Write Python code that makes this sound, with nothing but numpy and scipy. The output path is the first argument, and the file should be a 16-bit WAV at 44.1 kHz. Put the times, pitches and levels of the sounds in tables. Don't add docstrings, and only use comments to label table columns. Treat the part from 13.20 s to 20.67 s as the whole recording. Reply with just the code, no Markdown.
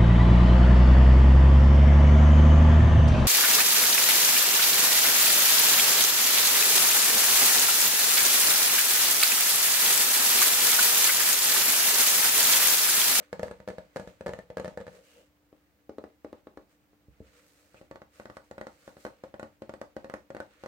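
import sys
import numpy as np
from scipy import signal
from scipy.fft import rfft, irfft, next_fast_len
from scipy.io import wavfile
from scipy.ndimage import map_coordinates

SR = 44100
rng = np.random.default_rng(int(sys.argv[2]) if len(sys.argv) > 2 else 0)


def master_out(mix):
    frames = np.transpose(np.atleast_2d(mix))
    ceiling = np.clip(frames, -1, 1)
    pcm = np.round(ceiling * 32767).astype(np.int16)
    wavfile.write(sys.argv[1], SR, pcm)


N = 329427
TIME = np.arange(N) / SR
SIZE = 8192
HZ = np.fft.rfftfreq(SIZE, 1 / SR)


def amp(db):
    return 10 ** (np.asarray(db) / 20)


def unit(x):
    return x / np.sqrt(np.mean(x ** 2) + 1e-20)


def along(points, hz):
    point_hz, value = np.transpose(points)
    return np.interp(np.log(hz + 1), np.log(point_hz + 1), value)


def wobble(rate):
    knots = rng.standard_normal(int(N * rate / SR) + 4)
    return map_coordinates(knots, [TIME * rate])


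def swell(s, length):
    return np.exp(-(2 * (TIME - s) / length) ** 2)


def filtered(x, response):
    n = x.shape[-1]
    padded = next_fast_len(n + SIZE)
    spectrum = rfft(x, padded) * response(np.fft.rfftfreq(padded, 1 / SR))
    return irfft(spectrum, padded)[..., :n]


def causal(gain):
    cepstrum = irfft(np.log(gain + 1e-6))
    cepstrum[1:SIZE // 2] *= 2
    cepstrum[SIZE // 2 + 1:] = 0
    return np.exp(rfft(cepstrum))


def resonances(hz, centre, width, level_db):
    f = hz[:, None] + 1e-3
    shapes = 1 / (1 + ((f ** 2 - centre ** 2) / (f * width)) ** 2)
    return np.sqrt(shapes @ amp(level_db) ** 2)


def band(hz, low_hz, high_hz, order=6):
    return 1 / (1 + (low_hz / (hz + 1)) ** order) / (1 + (hz / high_hz) ** order)


def add(track, s, sound):
    part = track[:, max(round(s * SR), 0):][:, :sound.shape[-1]]
    part += sound[:, :part.shape[-1]]


# frequency in Hz, correlation from -1 to 1.
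COHERENCE = [(100, 0.67), (500, 0.85), (1000, 0), (1800, 0.075), (15000, 0)]


def diffuse(gain, size=N):
    def mid_side_gain(hz):
        angle = np.arccos(np.clip(along(COHERENCE, hz), -1, 1)) / 2
        return gain(hz) * np.array([np.cos(angle), np.sin(angle)])

    mid, side = filtered(rng.standard_normal((2, size)), mid_side_gain)
    return unit(np.array([mid + side, mid - side]))


# frequency in Hz, relative density in dB per Hz.
ROOM_NOISE = [(25, -29), (60, 5.5), (120, -3), (200, -2.5), (260, -8), (298, 3.5), (350, -9), (490, -9),
              (800, -9.5), (2000, -24), (5000, -23.5), (10000, -28.5), (15800, -20.5)]
HUM_HZ = 296


def background():
    floor = amp(-69.5) * diffuse(lambda hz: amp(along(ROOM_NOISE, hz)))
    hum_level = amp(-75 + 1.6 * wobble(7.6)) * np.sqrt(2)
    hum = hum_level * np.sin(2 * np.pi * HUM_HZ * TIME + 0.39 * wobble(20))
    return floor + hum


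# centre in Hz, width in Hz, relative level in dB.
UPPER_MODES = [(1190, 510, 7), (1950, 1200, 5.5), (2720, 570, -4.5), (4190, 1000, 1.5), (5000, 2200, -3),
               (6720, 1800, 0.5), (8260, 610, 2.5), (13800, 1700, -17)]


def upper(hz, scatter_db=0):
    centre, width, level_db = np.transpose(UPPER_MODES)
    return resonances(hz, centre, width, level_db + scatter_db * rng.standard_normal(len(centre)))


# nominal frequency in Hz, width in Hz,
# mean level in dB struck near the rim, level in dB in the middle, level in dB off-centre.
PLATE_MODES = [(68.5, 17.2, -8, -9.5, -11), (137, 60, -14.5, -20, -14), (187, 29, -6.5, -31, -27),
               (216, 15.8, -28, -2.5, -5), (302, 16.6, -18, 1.5, -4.5), (372, 34, -15, -5.5, -7.5),
               (440, 17, -36, 0, -40), (490.5, 22.2, 0.5, -3.5, -8.5), (539.3, 39, -5.5, -5, -0.5),
               (609.5, 12.6, -3.5, -3, -4), (740, 66, -44, -36, -19), (824, 28, -27, -12.5, -15.5),
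               (907, 11.3, -14, -38, -11), (1117, 44, -30, -16, -16), (1259, 58, -23.5, -16.5, -19),
               (1463, 71, -23, -23.5, -14), (1732, 33, -14.5, -21, -18.5), (1915, 95, -67, -29, -19),
               (2110, 210, -28, -69, -53), (3100, 250, -32, -78, -40)]


def plate(hz, place, scatter_db=0, detune=0):
    centre, width, *levels = np.transpose(PLATE_MODES)
    weight, shift = rng.standard_normal((2, len(centre))) * np.sqrt(centre / 1000)
    return resonances(hz, centre * np.exp(detune * shift), width, levels[place] + scatter_db * weight)


SKID_DB, SKID_BRIGHT_DB, SKID_T60_S = -82.5, -7, 0.64
REST_DB = -78.5


def skids():
    power = np.full((1, N), amp(REST_DB) ** 2)
    fade_db = -60 * np.arange(SR) / SR / SKID_T60_S
    for s, blow_db, _ in FINGER_TAPS:
        add(power, s, amp(SKID_DB + blow_db + fade_db[None]) ** 2)
    return np.sqrt(power[0])


# centre in seconds, length in seconds, peak rasp in dB, brightness in dB.
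NAIL_STROKES = [(0.01, 0.21, -64.5, -5.5), (0.255, 0.082, -62, -1), (0.678, 0.31, -74, -6),
                (0.853, 0.24, -65.5, -3), (1.74, 0.13, -65, 0), (1.926, 0.22, -67, 2.5),
                (3.52, 0.092, -76, 1), (4.147, 0.25, -66.5, -2.5), (4.287, 0.2, -72, 5),
                (4.44, 0.2, -70.5, 2.5), (4.583, 0.14, -67.5, -2), (4.987, 0.11, -66, 0.5),
                (5.184, 0.36, -75.5, 0), (5.563, 0.18, -71, 1), (5.68, 0.14, -64.5, 0.5),
                (5.834, 0.15, -67.5, 3.5), (5.98, 0.32, -73, -6), (7.333, 0.22, -69.5, -8),
                (7.453, 0.18, -65.5, -4.5)]
# centre in seconds, length in seconds, peak level in dB.
PLATE_MURMURS = [(0.005, 0.039, -46), (1.765, 0.13, -58), (1.996, 0.089, -60)]
HISS_PER_BRIGHT = 1.7
MURMUR_DB = -2.5


def sliding():
    moves = [(amp(db) * swell(s, length), bright_db) for s, length, db, bright_db in NAIL_STROKES]
    moves.append((skids(), SKID_BRIGHT_DB))

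    def strength(per_bright):
        return np.sqrt(sum((gain * amp(per_bright * bright_db)) ** 2 for gain, bright_db in moves))

    def rub(low_hz, high_hz):
        return diffuse(lambda hz: upper(hz) * band(hz, low_hz, high_hz))

    grain_db = 1.3 * wobble(28) + 1.6 * wobble(500)
    rubbing = strength(0)
    rasp = rubbing * rub(low_hz=970, high_hz=3800)
    scrape = amp(-2.5) * strength(1) * rub(low_hz=3260, high_hz=10000)
    hiss = amp(-8.5) * strength(HISS_PER_BRIGHT) * rub(low_hz=11000, high_hz=17000)
    murmur_level = amp(MURMUR_DB) * rubbing
    murmur_level = murmur_level + sum(amp(db) * swell(s, length) for s, length, db in PLATE_MURMURS)
    murmur = murmur_level * diffuse(lambda hz: plate(hz, place=0) * band(hz, 200, 1400, order=3))
    return amp(grain_db) * (rasp + scrape + hiss) + murmur


# start in seconds,
# delay of the knock at the left microphone in ms, nail click and fingertip thud in dB
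# before the effects of blow and hardness, the nail's own mean ring in dB.
PLAYING_PLACES = [(0, 0.11, -41.5, 5.9, 4.5), (2.2, 0.047, -44.5, 1.9, 12), (4.3, .17, -39.5, 5.5, -2)]


def place_at(s):
    return max(sum(s >= start for start, *_ in PLAYING_PLACES) - 1, 0)


def knock(s, thud_db, hard_db, spread_s, damp_s, ring_share):
    place = place_at(s)
    contact = [(20, thud_db - 19), (50, thud_db), (130, thud_db), (260, 0.049),
               (520, 0.09 * hard_db), (800, 0.46 * hard_db), (1300, hard_db),
               (2000, hard_db), (5000, hard_db - 28)]
    modes = plate(HZ, place, scatter_db=2.0, detune=0.017)
    spectrum = causal(modes * amp(along(contact, HZ)))
    scatter = np.abs(map_coordinates(rng.standard_normal(SIZE), [HZ / 400], order=1))
    delay_s = spread_s * scatter * band(HZ, 837, 20000)
    lag_s = PLAYING_PLACES[place][1] / 1000
    cycles = np.cumsum(delay_s) * HZ[1] + HZ * np.array([[lag_s], [0]])
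    ring = -irfft(spectrum * np.exp(-2j * np.pi * cycles))
    choke = np.exp(-(np.arange(SIZE) / SR / damp_s) ** 2)
    return ring * (ring_share + (1 - ring_share) * choke)


def click(click_db, t60, bright_db, nail_hz, nail_db):
    burst = rng.standard_normal((2, SIZE)) * amp(-60 * np.arange(SIZE) / SR / t60)
    slope_db = np.minimum(bright_db * (click_db + 21.5), 0)
    nail_pitch = nail_hz * np.exp(0.072 * rng.standard_normal(1))
    nail = resonances(HZ, nail_pitch, 330, nail_db + 2 * rng.standard_normal(1))
    colour = np.hypot(upper(HZ, scatter_db=2.5), nail) * band(HZ, 1350, 22000)
    colour = colour * amp(slope_db * np.log2(1 + HZ / 3000))
    return amp(click_db) * unit(irfft(rfft(burst) * causal(colour))) / np.sqrt(SIZE)


# frequency in Hz, time to fall by 60 dB in seconds.
ROOM_DECAY = [(100, 0.39), (260, 0.24), (600, 0.25), (1800, 0.17), (5000, 0.32), (14000, 0.23)]
# frequency in Hz, gain in dB.
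TAIL_COLOUR = [(100, -6.5), (500, -7), (900, 0), (1800, -5), (4000, -6), (14000, -6.5)]


def room(wall_db, wall_s, build_s):
    hz, t, bins = signal.stft(diffuse(np.ones_like, size=2 * SIZE), SR, nperseg=256)
    decay = amp(-60 * t / along(ROOM_DECAY, hz)[:, None])
    tail = signal.istft(bins * decay, SR, nperseg=256)[1]
    tail *= 1 - np.exp(-(np.arange(tail.shape[1]) / SR / build_s) ** 2)
    tail = filtered(tail / np.linalg.norm(tail[0]), lambda hz: amp(along(TAIL_COLOUR, hz)))
    bump = signal.windows.hann(21)
    wall = amp(wall_db) * np.array([bump, bump]) / bump.sum()
    add(tail, wall_s * rng.uniform(0.904, 1.15), wall)
    return tail


# start in seconds, relative blow in dB,
# hardness in dB (high for nail, low for flesh).
FINGER_TAPS = [(0.129, 18.5, 3), (0.1948, 18, 0.5), (0.2308, 20.5, 0), (0.2323, 20, -3.5), (0.2815, 3.5, 9),
               (0.3117, 15, -1), (0.402, 3.5, 0.5), (0.4765, 16, 0), (0.4861, 19, -3.5), (0.5021, 15.5, -3),
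               (0.583, 13.5, -1), (0.7608, 18.5, 1.5), (0.768, 18, 0.5), (0.7972, 15.5, -3),
               (0.8744, 10.5, -3), (1.009, 14, -4.5), (1.062, 17.5, 0.5), (1.0673, 18.5, 1),
               (1.0806, 17.5, -4), (1.092, 18.5, -2), (1.1351, 12, 6), (1.1889, 10.5, 0.5),
               (1.302, 10.5, -2.5), (1.3706, 19.5, 0.5), (1.382, 12.5, 3.5), (1.3982, 18.5, -1),
               (1.446, 17.5, -1), (1.4574, 12, 0), (1.4789, 13.5, 1.5), (1.5742, 16.5, -2),
               (1.6028, 10.5, -5), (1.612, 6.5, 1), (1.6672, 6.5, 4.5), (1.6794, 10, -2), (2.328, -4, -5.5),
               (2.694, 10, -9), (2.7837, 13, -5.5), (2.8397, 8.5, -2), (3.0468, 11, -5.5),
               (3.1291, 8.5, -5), (3.2705, 3.5, 0), (3.3733, 3, 7), (3.732, -16.5, -2), (3.883, -11, -32),
               (4.0038, 3.5, -27), (4.5442, -5, 5), (4.613, 1.5, -7), (4.712, 9, -3), (4.7577, 0.5, 6.5),
               (4.8179, 1.5, 2.5), (4.9982, 6.5, 0), (5.0556, 6, 2), (5.0992, 4.5, 4), (5.169, 5.5, 7.5),
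               (5.312, 9, -1), (5.3805, 8, 1.5), (5.4121, 11, 3), (5.4688, 7.5, 5), (5.6778, 6, -1.5),
               (5.7683, 0, -2.5), (5.8508, 14, 1.5), (5.8648, 8, 2.5), (6.0376, 10.5, -4), (6.141, 7, -1),
               (6.196, 9.5, 2), (6.2293, 13.5, -2), (6.4205, 12.5, -8.5), (6.494, 11, -2.5),
               (6.538, 9, -1.5), (6.6147, 11.5, 2), (6.766, 14.5, -6.5), (6.8445, 8.5, -3), (6.898, 8.5, 3),
               (6.9387, 14.5, 2), (7.1036, 8.5, -1), (7.148, 11.5, -2.5), (7.1667, 9, 2.5),
               (7.2023, 13, 2.5), (7.4367, 9, 0.5), (7.4604, 9.5, 2)]
CLICK_PER_BLOW, CLICK_PER_HARD = 0.76, 0.49
THUD_PER_BLOW = 0.57
FLESH_DB, THUD_PER_SOFT = -8.5, 0.75


def taps():
    track = np.zeros((2, N))
    for s, blow_db, hard_db in FINGER_TAPS:
        *_, place_click_db, place_thud_db, nail_db = PLAYING_PLACES[place_at(s)]
        softness_db = max(FLESH_DB - hard_db, 0)
        thud_db = place_thud_db - THUD_PER_BLOW * blow_db + THUD_PER_SOFT * softness_db
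        click_db = place_click_db + CLICK_PER_BLOW * blow_db + CLICK_PER_HARD * hard_db
        tap = amp(blow_db + 0.5) * knock(s, thud_db, hard_db, spread_s=0.00116, damp_s=0.02, ring_share=0.25)
        tap += amp(2.0) * click(click_db, t60=0.025, bright_db=0.69, nail_hz=4340, nail_db=nail_db)
        tap = tap[:, :SIZE // 2]
        add(track, s, tap)
        answer = room(wall_db=-16.0, wall_s=0.0096, build_s=0.0027)
        add(track, s, signal.fftconvolve(tap, answer, axes=1))
    return track


# centre in seconds, length in seconds, resonance in Hz, mean peak level in dB.
NAIL_CATCHES = [(1.94, 0.2, 2870, -68), (4.577, 0.034, 2540, -62.5)]


def catches():
    track = np.zeros((2, N))
    for s, length, centre_hz, db in NAIL_CATCHES:
        rasp = diffuse(lambda hz: resonances(hz, centre_hz, 570, [0]) ** 2)
        track += amp(db + 1.1 * wobble(150)) * swell(s, length) * rasp
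    return track


# frequency in Hz, left minus right in dB.
MICROPHONE_TILT = [(60, -6), (92, 1), (140, 2.5), (210, 3.0), (330, 4), (500, 0.5), (770, 7), (1170, -5),
                   (1790, -3), (2740, -0.5), (4190, 0.5), (6410, -3), (9810, -4), (15000, 2)]


def microphones(sound):
    return filtered(sound, lambda hz: amp(along(MICROPHONE_TILT, hz) * np.array([[.5], [-.5]])))


def scene():
    fingers = taps() + sliding() + catches()
    return microphones(fingers) + background()


def record(dry):
    return filtered(dry, lambda hz: hz < 16000)


dry = scene()
out = record(dry)
master_out(out)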